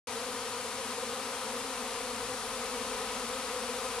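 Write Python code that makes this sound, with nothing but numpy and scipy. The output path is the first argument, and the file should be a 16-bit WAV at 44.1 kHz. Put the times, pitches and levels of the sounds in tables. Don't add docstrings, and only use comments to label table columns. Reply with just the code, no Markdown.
import sys
import numpy as np
from scipy import signal
from scipy.fft import rfft, irfft
from scipy.io import wavfile

SR = 44100
rng = np.random.default_rng(int(sys.argv[2]) if len(sys.argv) > 2 else 0)


def unload_audio(sound):
    columns = np.transpose(np.atleast_2d(sound))
    steps = np.round(np.clip(columns, -1, 1) * 32767)
    wavfile.write(sys.argv[1], SR, steps.astype(np.int16))


N = 176400
T, HZ = np.arange(N) / SR, np.fft.rfftfreq(N, 1 / SR)


def amp(db):
    return 10 ** (np.asarray(db) / 20)


def unit_rms(x):
    return x / np.sqrt(np.mean(x ** 2) + 1e-20)


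def envelope(table):
    return amp(np.interp(T, *np.transpose(table)))


def over_frequency(table):
    f, *columns = np.transpose(table)
    return [np.interp(np.log(HZ + 1), np.log(f), c) for c in columns]


def drift(t, top_hz, count=12):
    f = top_hz * 10 ** -rng.random((count, 1))
    weight = 1 / np.sqrt(f)
    waves = weight * np.sin(2 * np.pi * (f * t + rng.random((count, 1))))
    return waves.sum(0) / np.sqrt((weight ** 2).sum() / 2)


# f/Hz, left over right/dB, coherence/0-1, lead of the left/rad
MIC_PORTS = [(60, 6, 0.95, .01), (200, 2.5, 0.98, .04), (500, 2.5, 0.99, 0.16), (1180, 3, 0.95, 0.32),
             (2100, 4.5, 0.72, 0.29), (4030, 3, 0.57, 0.6), (5960, 5.2, 0.4, 1.54), (8300, 9.5, .3, 2.3),
             (9700, 14, 0.3, 0.99), (10900, 7.5, 0.14, .2), (12500, 0.5, .25, .1)]
def at_microphone(pair, spectrum, rms_db):
    common, separate = rfft(pair)
    balance_db, coherence, lead = over_frequency(MIC_PORTS)
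    left = common * amp(balance_db / 2)
    right = coherence * common + np.sqrt(1 - coherence ** 2) * separate
    right *= amp(-balance_db / 2) * np.exp(-1j * lead)
    colour = amp(over_frequency(spectrum)[0]) * (HZ > 20)
    colour /= np.sqrt(amp(balance_db) + amp(-balance_db))
    return amp(rms_db) * unit_rms(irfft(np.array([left, right]) * colour, N))


def bees(count, wander, turn_hz, swing_db, jitter, strokes=1400, oversample=4):
    commonest_hz, spread_below_hz, spread_above_hz = 251.4, 21.007, 10.5
    rates = np.arange(150, 320, .5)
    spread = np.where(rates < commonest_hz, spread_below_hz, spread_above_hz)
    share_below = np.cumsum(np.exp(-.5 * ((rates - commonest_hz) / spread) ** 2))
    ranks = (np.arange(count) + rng.random(count)) / count
    pulses = np.zeros(N * oversample)
    for wingbeat_hz in np.interp(ranks, share_below / share_below[-1], rates):
        t = np.arange(strokes) / wingbeat_hz
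        beats = np.cumsum(1 + wander * drift(t, turn_hz)) - 1 - rng.random()
        stroke_s = (beats + jitter * rng.standard_normal(strokes)) / wingbeat_hz
        strength = rng.choice([-1, 1]) * unit_rms(amp(swing_db * drift(t, turn_hz / 2)))
        index = np.round(stroke_s * SR * oversample).astype(int)
        inside = (index >= 0) & (index < len(pulses))
        pulses[index[inside]] += strength[inside]
    return irfft(rfft(pulses)[:len(HZ)], N)


def foliage(pair, t60_s, wet_db, taps=6000):
    tail = rng.standard_normal((2, taps)) * amp(-60 * T[:taps] / t60_s)
    tail *= amp(wet_db) / np.linalg.norm(tail, axis=1, keepdims=True)
    return pair + signal.fftconvolve(pair, tail, axes=1)[:, :N]


# f/Hz, relative level/dB
WING_STROKE_TONE = [(120, -30), (200, -6.5), (250, -8), (320, -8), (420, -1), (500, 0), (600, -6.5),
                    (760, -7), (980, -3), (1270, -5), (1450, -8.5), (1950, -12), (2500, -12), (4500, -16),
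                    (7000, -18.5), (9500, -19), (12000, -26.5), (14000, -43)]
# t/s, relative level/dB
SWARM_SWELL = [(0, -1), (.45, -0.8), (1.5, -0.15), (2.7, -0.5), (3.3, 0.1), (4, 0.2)]
def swarm():
    far = [bees(count=120, wander=.02, turn_hz=4, swing_db=2.5, jitter=.0044) for _ in range(2)]
    near = [bees(count=14, wander=.024, turn_hz=4, swing_db=4, jitter=.0042) for _ in range(2)]
    scattered = foliage(np.array(far), t60_s=.063, wet_db=-16)
    mass = at_microphone(scattered, WING_STROKE_TONE, rms_db=-37.5)
    closest = at_microphone(np.array(near), WING_STROKE_TONE, rms_db=-46)
    return (mass + closest) * envelope(SWARM_SWELL)


# f/Hz, relative level/dB
HISS_SPECTRUM = [(300, -4), (1500, -3), (4500, 1), (7000, -1.5), (9500, 1), (10300, -1), (12000, -13.5),
                 (14000, -20)]
def hiss():
    return at_microphone(rng.standard_normal((2, N)), HISS_SPECTRUM, rms_db=-42.5)


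# f/Hz, relative level/dB
RUMBLE_SPECTRUM = [(20, -22), (31, -16), (42, 3), (75, 8.5), (130, 5), (190, 1), (320, 0), (800, -19)]
# t/s, relative level/dB
RUMBLE_LEVEL = [(0, -5), (2.1, -5), (2.25, 2), (2.45, -4.5), (4, -3)]
def outdoor_rumble():
    noise = rng.standard_normal((2, N))
    return at_microphone(noise, RUMBLE_SPECTRUM, rms_db=-58) * envelope(RUMBLE_LEVEL)


# t/s, f/Hz, level/dB
ENGINE_RUN = [(0, 41, -72), (1.2, 41, -84), (1.8, 41.9, -64), (2.5, 44.5, -63), (3.199, 48.5, -61),
              (3.45, 50, -66), (4, 53.4, -63)]
def far_engine():
    times, firing_hz, level_db = np.transpose(ENGINE_RUN)
    phase = 2 * np.pi * np.cumsum(np.interp(T, times, firing_hz)) / SR
    return np.sqrt(2) * amp(np.interp(T, times, level_db)) * np.sin(phase)


# t/s, level/dB
HUM_LEVEL = [(0, -66), (1, -64.5), (1.25, -69.5), (2, -66), (2.25, -61), (2.8, -68), (4, -69)]
def low_hum(pitch_hz=103.7, waver_hz=1.6):
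    phase = 2 * np.pi * np.cumsum(pitch_hz + waver_hz * drift(T, top_hz=6.15)) / SR
    return np.sqrt(2) * envelope(HUM_LEVEL) * np.sin(phase)


def scene():
    slightly_left = amp([[1.3], [-1.3]])
    return swarm() + hiss() + outdoor_rumble() + (far_engine() + low_hum()) * slightly_left


def record(dry, start_s=.071, fade_s=.0019, cutoff_hz=14150):
    opened = dry * np.clip((T - start_s) / fade_s, 0, 1)
    lowpass = signal.firwin(511, cutoff_hz, window=("kaiser", 9), fs=SR)
    return signal.oaconvolve(opened, lowpass[None], "same")


dry = scene()
out = record(dry)
unload_audio(out)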